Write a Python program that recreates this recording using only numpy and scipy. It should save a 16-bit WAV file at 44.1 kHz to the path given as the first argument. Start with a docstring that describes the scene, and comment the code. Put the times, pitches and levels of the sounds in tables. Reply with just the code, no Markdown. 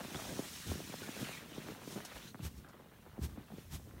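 """First comes the hiss and patter of snow sliding down a roof and pouring off its edge, as a
long-handled snow cutter is pushed up the slope. Lumps knock and soft slabs thud into the snow below,
between short scrapes and sprays of powder. Travelling over snow delays the bass, so each crumb and
lump lands with a short falling chirp. Heard in mono, in open air."""
import sys
import numpy as np
from scipy import signal
from scipy.fft import rfft, irfft
from scipy.io import wavfile

SR = 44100
rng = np.random.default_rng(int(sys.argv[2]) if len(sys.argv) > 2 else 0)


def store_pcm(level_fs):
    """Save levels as 16-bit WAV."""
    pcm = np.round(np.clip(level_fs, -1, 1) * 32767).astype(np.int16)
    wavfile.write(sys.argv[1], SR, np.atleast_2d(pcm).T)


N = 176400
T = np.arange(N) / SR
HZ = np.fft.rfftfreq(N, 1 / SR)

# loudness of the sliding snow: t/s, fine hiss level/dB, coarse rustle level/dB
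SLIDE_LEVELS = [(0, -58, -53.5), (.23, -52, -53), (.7, -53, -54.5), (.86, -55, -54.5), (1.14, -55, -51.5),
                (1.25, -52.5, -51), (1.36, -57, -52), (1.45, -65, -58.5), (1.71, -59.5, -55.5),
                (1.79, -65.5, -61), (1.93, -53.5, -57.5), (2.035, -63, -56.5), (2.29, -61.5, -58),
                (2.33, -71.5, -73), (2.41, -68.5, -60.5), (2.54, -72, -72), (2.7, -77.5, -69),
                (3.15, -75, -69.5), (3.3, -70, -71), (3.39, -77, -66.5), (3.48, -73, -68),
                (3.6, -67, -63.5), (3.69, -71, -71), (3.83, -71, -73), (4, -73, -71.5)]
# loudness of the falling crumbs: t/s, coarse relative level/dB, fine relative level/dB
CRUMB_LEVELS = [(0, -55, -49), (.2, -52, -50.5), (.3, -43, -54), (.47, -55.5, -54.5), (.63, -59, -81),
                (.7, -46, -57), (.87, -52.5, -59), (1.03, -51, -54.5), (1.3, -56.5, -52.5),
                (1.53, -53.5, -59.5), (1.7, -46.5, -52), (1.8, -58, -55.5), (1.96, -45.5, -50),
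                (2.08, -69, -52.5), (2.3, -56.5, -65.5), (2.6, -57.5, -67.5), (2.67, -63, -55),
                (2.9, -67, -67), (3.13, -71, -61.5), (3.39, -49, -57), (3.47, -69, -62.5),
                (3.54, -47.5, -58.5), (3.67, -65, -71.5), (4, -52.5, -64)]
# rumble of the heap under the falling snow: t/s, level/dB
HEAP_LEVELS = [(0, -64), (2.9, -76), (3.12, -56.5), (3.38, -56.5), (3.47, -70), (3.63, -53.5), (4, -55)]
# lumps landing: t/s, level/dB, f/Hz
LUMP_HITS = [(.009, -39, 288), (0.048, -36.5, 620), (0.081, -45, 400), (0.146, -33, 1600),
             (.15, -33.5, 900), (0.159, -35.5, 1300), (0.391, -28.5, 392), (.422, -40, 500),
             (0.666, -42, 254), (.716, -32.5, 560), (.754, -39, 242), (0.802, -37.5, 430), (.896, -40, 350),
             (0.94, -35.5, 686), (1.018, -34, 228), (1.089, -37, 435), (1.165, -38, 443), (1.208, -34, 190),
             (1.226, -35, 268), (1.291, -37, 510), (1.427, -41.5, 246), (1.518, -45, 337),
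             (1.579, -36.5, 274), (1.687, -39, 330), (1.72, -40.5, 400), (1.874, -40.5, 350),
             (1.904, -46, 380), (1.959, -37, 305), (1.977, -43, 450), (2.163, -46, 750),
             (2.251, -44.5, 178), (2.345, -37, 1120), (2.393, -44, 655), (2.397, -40.5, 166),
             (2.449, -37, 167), (2.647, -45.5, 1310), (2.798, -47, 500), (2.859, -55, 650),
             (3.063, -47, 593), (3.179, -40, 414), (3.188, -38.5, 200), (3.374, -43, 540),
             (3.378, -41.5, 176), (3.503, -49, 600), (3.521, -43, 336), (3.582, -40, 246),
             (3.797, -49.5, 650), (3.872, -47, 300)]
# scrapes along the roof, and a brief bright grating within the crunch of knocks at 0.145 s: start t/s,
# length/s, level/dB, first f/Hz, last f/Hz
ROOF_SCRAPES = [(0.145, 0.03, -50, 3020, 3860), (0.252, 0.092, -51.5, 743, 550),
                (1.243, 0.16, -53, 2996, 2000), (1.543, 0.054, -60, 3600, 3750),
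                (2.115, 0.077, -60.5, 2000, 3100), (2.224, 0.1, -62.5, 3590, 4270),
                (2.645, 0.14, -66, 1486, 1096), (3.935, 0.069, -69, 1545, 2100)]
# slabs bursting on the ground: peak t/s, half length/s, thud level/dB, thud f/Hz, powder level/dB
SLAB_HITS = [(0.174, 0.016, -49, 62, -60), (0.27, 0.021, -54, 70, -69), (0.711, 0.027, -38.5, 88.5, -50.5),
             (1.215, 0.017, -43, 159.5, -52.5), (2.168, 0.017, -49.5, 61, -58),
             (2.456, 0.019, -39, 80.6, -49.5), (2.581, 0.016, -51, 58, -67), (3.243, 0.018, -34, 76, -50),
             (3.745, 0.021, -41.5, 83, -50)]
# short sprays of powder: t/s, level/dB
SPRAY_HITS = [(1.544, -56), (2.048, -45.5), (2.576, -63.5), (2.685, -62)]
# tone of the fine hiss, coarse rustle, mist, outdoor air and a slab's puff: f/Hz, relative level/dB
HISS_TONE = [(1500, -10), (3500, 3), (6200, 0.3), (8000, -4.5), (9500, -5), (12000, -10.5), (16000, -18.5)]
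RUSTLE_TONE = [(300, -18), (800, -7.5), (1600, -0.5), (3200, -2), (4500, -6.5), (8000, -57), (16000, -62)]
MIST_TONE = [(5000, -28), (9000, -0.5), (12000, 0.5), (16000, 3)]
AIR_TONE = [(20, 3), (60, 2), (200, 7.5), (500, -13.5), (1500, -14.5), (5000, -36)]
PUFF_TONE = [(200, -23), (800, 2.5), (2000, -0.5), (4000, 1), (6500, -4.5), (9000, -7.5), (12000, -9),
             (16000, -11.5)]
# how the microphone lifts or lowers each pitch: f/Hz, level/dB
MIC_TONE = [(32, -11), (48, 0), (4300, -2), (4800, -2.5), (5300, 1.5), (9700, 3.5), (10300, -1), (11000, 4)]


def amp(db):
    """Turns decibels into a number to multiply a sound by."""
    return 10 ** (np.asarray(db) / 20)


def unit(x):
    """Scales a signal to an average strength (rms) of one."""
    return x / np.sqrt(np.mean(x ** 2) + 1e-20)


def add(mix, start_s, sound):
    """Mixes a sound in at the given time."""
    part = mix[max(round(start_s * SR), 0):][:len(sound)]
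    part += sound[:len(part)]


def colour(x, tone):
    """Makes each frequency louder or softer, following a tone table."""
    hz, db = np.transpose(tone)
    return irfft(rfft(x) * amp(np.interp(np.log(HZ + 1), np.log(hz), db)), N)


def level(table, column):
    """Joins the points in one column of a table into a loudness curve."""
    rows = np.array(table)
    return amp(np.interp(T, rows[:, 0], rows[:, column]))


def wander(rate_hz):
    """A smooth random wobble; a higher rate makes it quicker."""
    return unit(irfft(rfft(rng.standard_normal(N)) * np.exp(-(HZ / rate_hz) ** 2), N))


def grains(per_s, spread_db):
    """Random clicks; a spread other than zero makes their sizes uneven."""
    size = amp(spread_db * np.minimum(rng.exponential(1, N), 3))
    return unit(size * rng.choice([-1, 1], N) * (rng.random(N) < per_s / SR))


def patchy(x, patch_db, long_s, wide_hz, size=1024):
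    """Lets the tone shift in random patches as the snow tumbles."""
    frames = dict(nperseg=size, noverlap=size * 3 // 4)
    spectra = signal.stft(x, **frames)[2]
    patches = rng.standard_normal(spectra.shape[::-1]).T
    # blur across pitch, then across time
    for axis, span in enumerate([wide_hz * size / SR, long_s * SR * 4 / size]):
        blur = np.exp(-.5 * (np.arange(-20, 21) / span) ** 2)
        patches = signal.fftconvolve(patches, np.expand_dims(blur, 1 - axis), "same", axes=axis)
    return unit(signal.istft(spectra * amp(patch_db * unit(patches)), **frames)[1][:N])


def sliding_snow():
    """Ice grains rub and pour: a fine hiss, a coarser and patchier rustle, and a smooth mist of powder."""
    hiss = colour(grains(per_s=14000, spread_db=0), HISS_TONE)
    hiss = patchy(hiss, patch_db=1.5, long_s=0.0073, wide_hz=90)
    rustle = colour(grains(per_s=5000, spread_db=1.5), RUSTLE_TONE)
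    rustle = patchy(rustle, patch_db=2.5, long_s=0.0075, wide_hz=69)
    mist = unit(colour(rng.standard_normal(N), MIST_TONE))
    hiss_gain = level(SLIDE_LEVELS, column=1) * amp(0.72 * wander(39))
    rustle_gain = level(SLIDE_LEVELS, column=2) * amp(wander(38))
    mist_gain = amp(-34.5) * hiss_gain ** 0.52  # follows the hiss, with gentler swings
    return hiss * hiss_gain + rustle * rustle_gain + mist * mist_gain


def landing(hz, octaves=0.86, size=4096):
    """One soft hit whose bass arrives late, making a falling chirp; its peak is one."""
    soft_hz, light_hz = 2570, 110.5  # too soft to click above the first, too light to boom below the second
    delay_cycles = 1.1  # each frequency is late by this many of its own swings
    f = np.fft.rfftfreq(size, 1 / SR) + 1
    band = np.exp(-.5 * (np.log2(f / hz) / octaves) ** 2) / np.sqrt(f)
    band /= np.hypot(1, (f / soft_hz + light_hz / f) ** 4)
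    # a 1 dB ripple gives each landing a tone of its own
    ripple = amp(np.cos(2 * np.pi * (f * rng.uniform(0.54, 1.87) / hz / 2 + rng.random())))
    late_bass = np.exp(-2j * np.pi * (delay_cycles * np.log(f) + rng.random()))
    hit = irfft(band * ripple * late_bass)
    return hit / abs(hit).max()


def shower(hz, octaves, per_s, spread_db, count=12):
    """Many small landings at assorted pitches: each random click sets one off."""
    out = np.zeros(N)
    for pitch in hz * 2 ** (octaves * np.linspace(-1, 1, count)):
        out += signal.oaconvolve(grains(per_s / count, spread_db), unit(landing(pitch)))[:N]
    return unit(out)


def crumbs(clump_db=3.0):
    """Crumbs patter down from the roof's edge, the fine ones in clumps."""
    coarse = shower(hz=206, octaves=0.44, per_s=300, spread_db=2.5)
    fine = shower(hz=746, octaves=0.9, per_s=480, spread_db=1.7)
    fine = unit(fine * amp(clump_db * wander(rate_hz=26)))
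    return amp(-2) * (coarse * level(CRUMB_LEVELS, column=1) + fine * level(CRUMB_LEVELS, column=2))


def dull_noise(hz, octaves):
    """Noise in a band around one pitch."""
    band = np.exp(-.5 * (np.log2((HZ + 1) / hz) / octaves) ** 2) / np.sqrt(HZ + 1)
    return unit(irfft(band * np.exp(2j * np.pi * rng.random(len(HZ))), N))


def heap_rumble():
    """The heap rumbles where the stream of snow lands."""
    return dull_noise(hz=84.3, octaves=0.58) * level(HEAP_LEVELS, column=1)


def outdoor_air():
    """Open air adds a faint, low, steady rush."""
    return amp(-62) * unit(colour(rng.standard_normal(N), AIR_TONE))


def lumps(crumple_after_s=0.0015, piece_within_s=0.01107):
    """A firm lump knocks on the snow, crumples softly, and sheds a piece that lands just after."""
    out = np.zeros(N)
    for t, db, hz in LUMP_HITS:
        add(out, t, amp(db) * landing(hz))
        add(out, t + crumple_after_s, amp(db - 3) * landing(hz=226, octaves=0.61))
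        piece_t = t + piece_within_s * rng.random()
        add(out, piece_t, amp(db - 6.5) * landing(hz * rng.uniform(0.44, 1)))
    return out


def scrapes(slips_per_s=60, slip_fade_cycles=0.17):
    """Snow sticks and slips in uneven jerks; the rubbing pitch glides with the speed of sliding."""
    out = np.zeros(N)
    for t, length_s, db, first_hz, last_hz in ROOF_SCRAPES:
        n = round(length_s * SR)
        progress = np.linspace(0, 1, n)
        angle = 2 * np.pi * np.cumsum(first_hz + (last_hz - first_hz) * progress) / SR
        tones = np.exp(1j * angle) + amp(-10) * np.exp(1j * 1.55 * angle)  # the second is higher and weaker
        width_hz = 190 + 0.061 * first_hz
        smear = (wander(width_hz) + 1j * wander(width_hz))[:n]  # turns each tone into a band of noise
        slips = np.cumsum(slips_per_s * np.exp(.5 * wander(slips_per_s)[:n])) / SR
        jerks = 0.56 + np.exp(-(slips % 1) / slip_fade_cycles)  # some rubbing goes on between slips
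        fade_out = np.minimum(10 * (1 - progress), 1)
        add(out, t, amp(db) * unit((smear * tones).real * jerks * fade_out))
    return out


def slabs(boom_share=0.37, fall_octaves=0.25, settle_db=-14, settle_s=0.096):
    """A slab crumples with a falling boom and a puff of powder, then loose snow settles."""
    out = np.zeros(N)
    puff = unit(colour(grains(per_s=8200, spread_db=1), PUFF_TONE))
    for t, half_s, thud_db, hz, puff_db in SLAB_HITS:
        from_peak = (T - t) / half_s  # counted in half lengths
        settling = amp(settle_db) * (from_peak > 0) * np.exp(-abs(T - t) / settle_s)
        swell = np.maximum(np.exp(-.5 * from_peak ** 2), settling)
        boom_hz = hz * 2 ** (-fall_octaves * np.clip(from_peak, -2, 1))
        boom = np.sin(2 * np.pi * (np.cumsum(boom_hz) / SR + rng.random()))
        crumple = dull_noise(hz * 1.33, octaves=1.0)
        thud = np.sqrt(2 * boom_share) * boom + np.sqrt(1 - boom_share) * crumple
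        out += swell * (amp(thud_db) * thud + amp(puff_db) * puff)
    return out


def sprays(rise_s=0.0029, fade_s=0.016):
    """Small handfuls of powder strike with a brief, bright hiss."""
    bursts = np.zeros(N)
    for t, db in SPRAY_HITS:
        add(bursts, t, amp(db) * np.minimum(T / rise_s, 1) * np.exp(-T / fade_s))
    return bursts * unit(colour(grains(per_s=6400, spread_db=-2), HISS_TONE))


def scene():
    """All the snow over faint outdoor air, the same in both channels."""
    mono = outdoor_air() + sliding_snow() + crumbs() + heap_rumble()
    mono += lumps() + slabs() + scrapes() + sprays()
    return np.array([mono, mono])


def record(dry, top_hz=15850):
    """The microphone colours the sound, then the very highest treble is cut off."""
    heard = np.array([colour(channel, MIC_TONE) for channel in dry])
    treble_cut = signal.firwin(511, top_hz, window=("kaiser", 9), fs=SR)
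    return signal.oaconvolve(heard, treble_cut[None], "same")


dry = scene()
out = record(dry)
store_pcm(out)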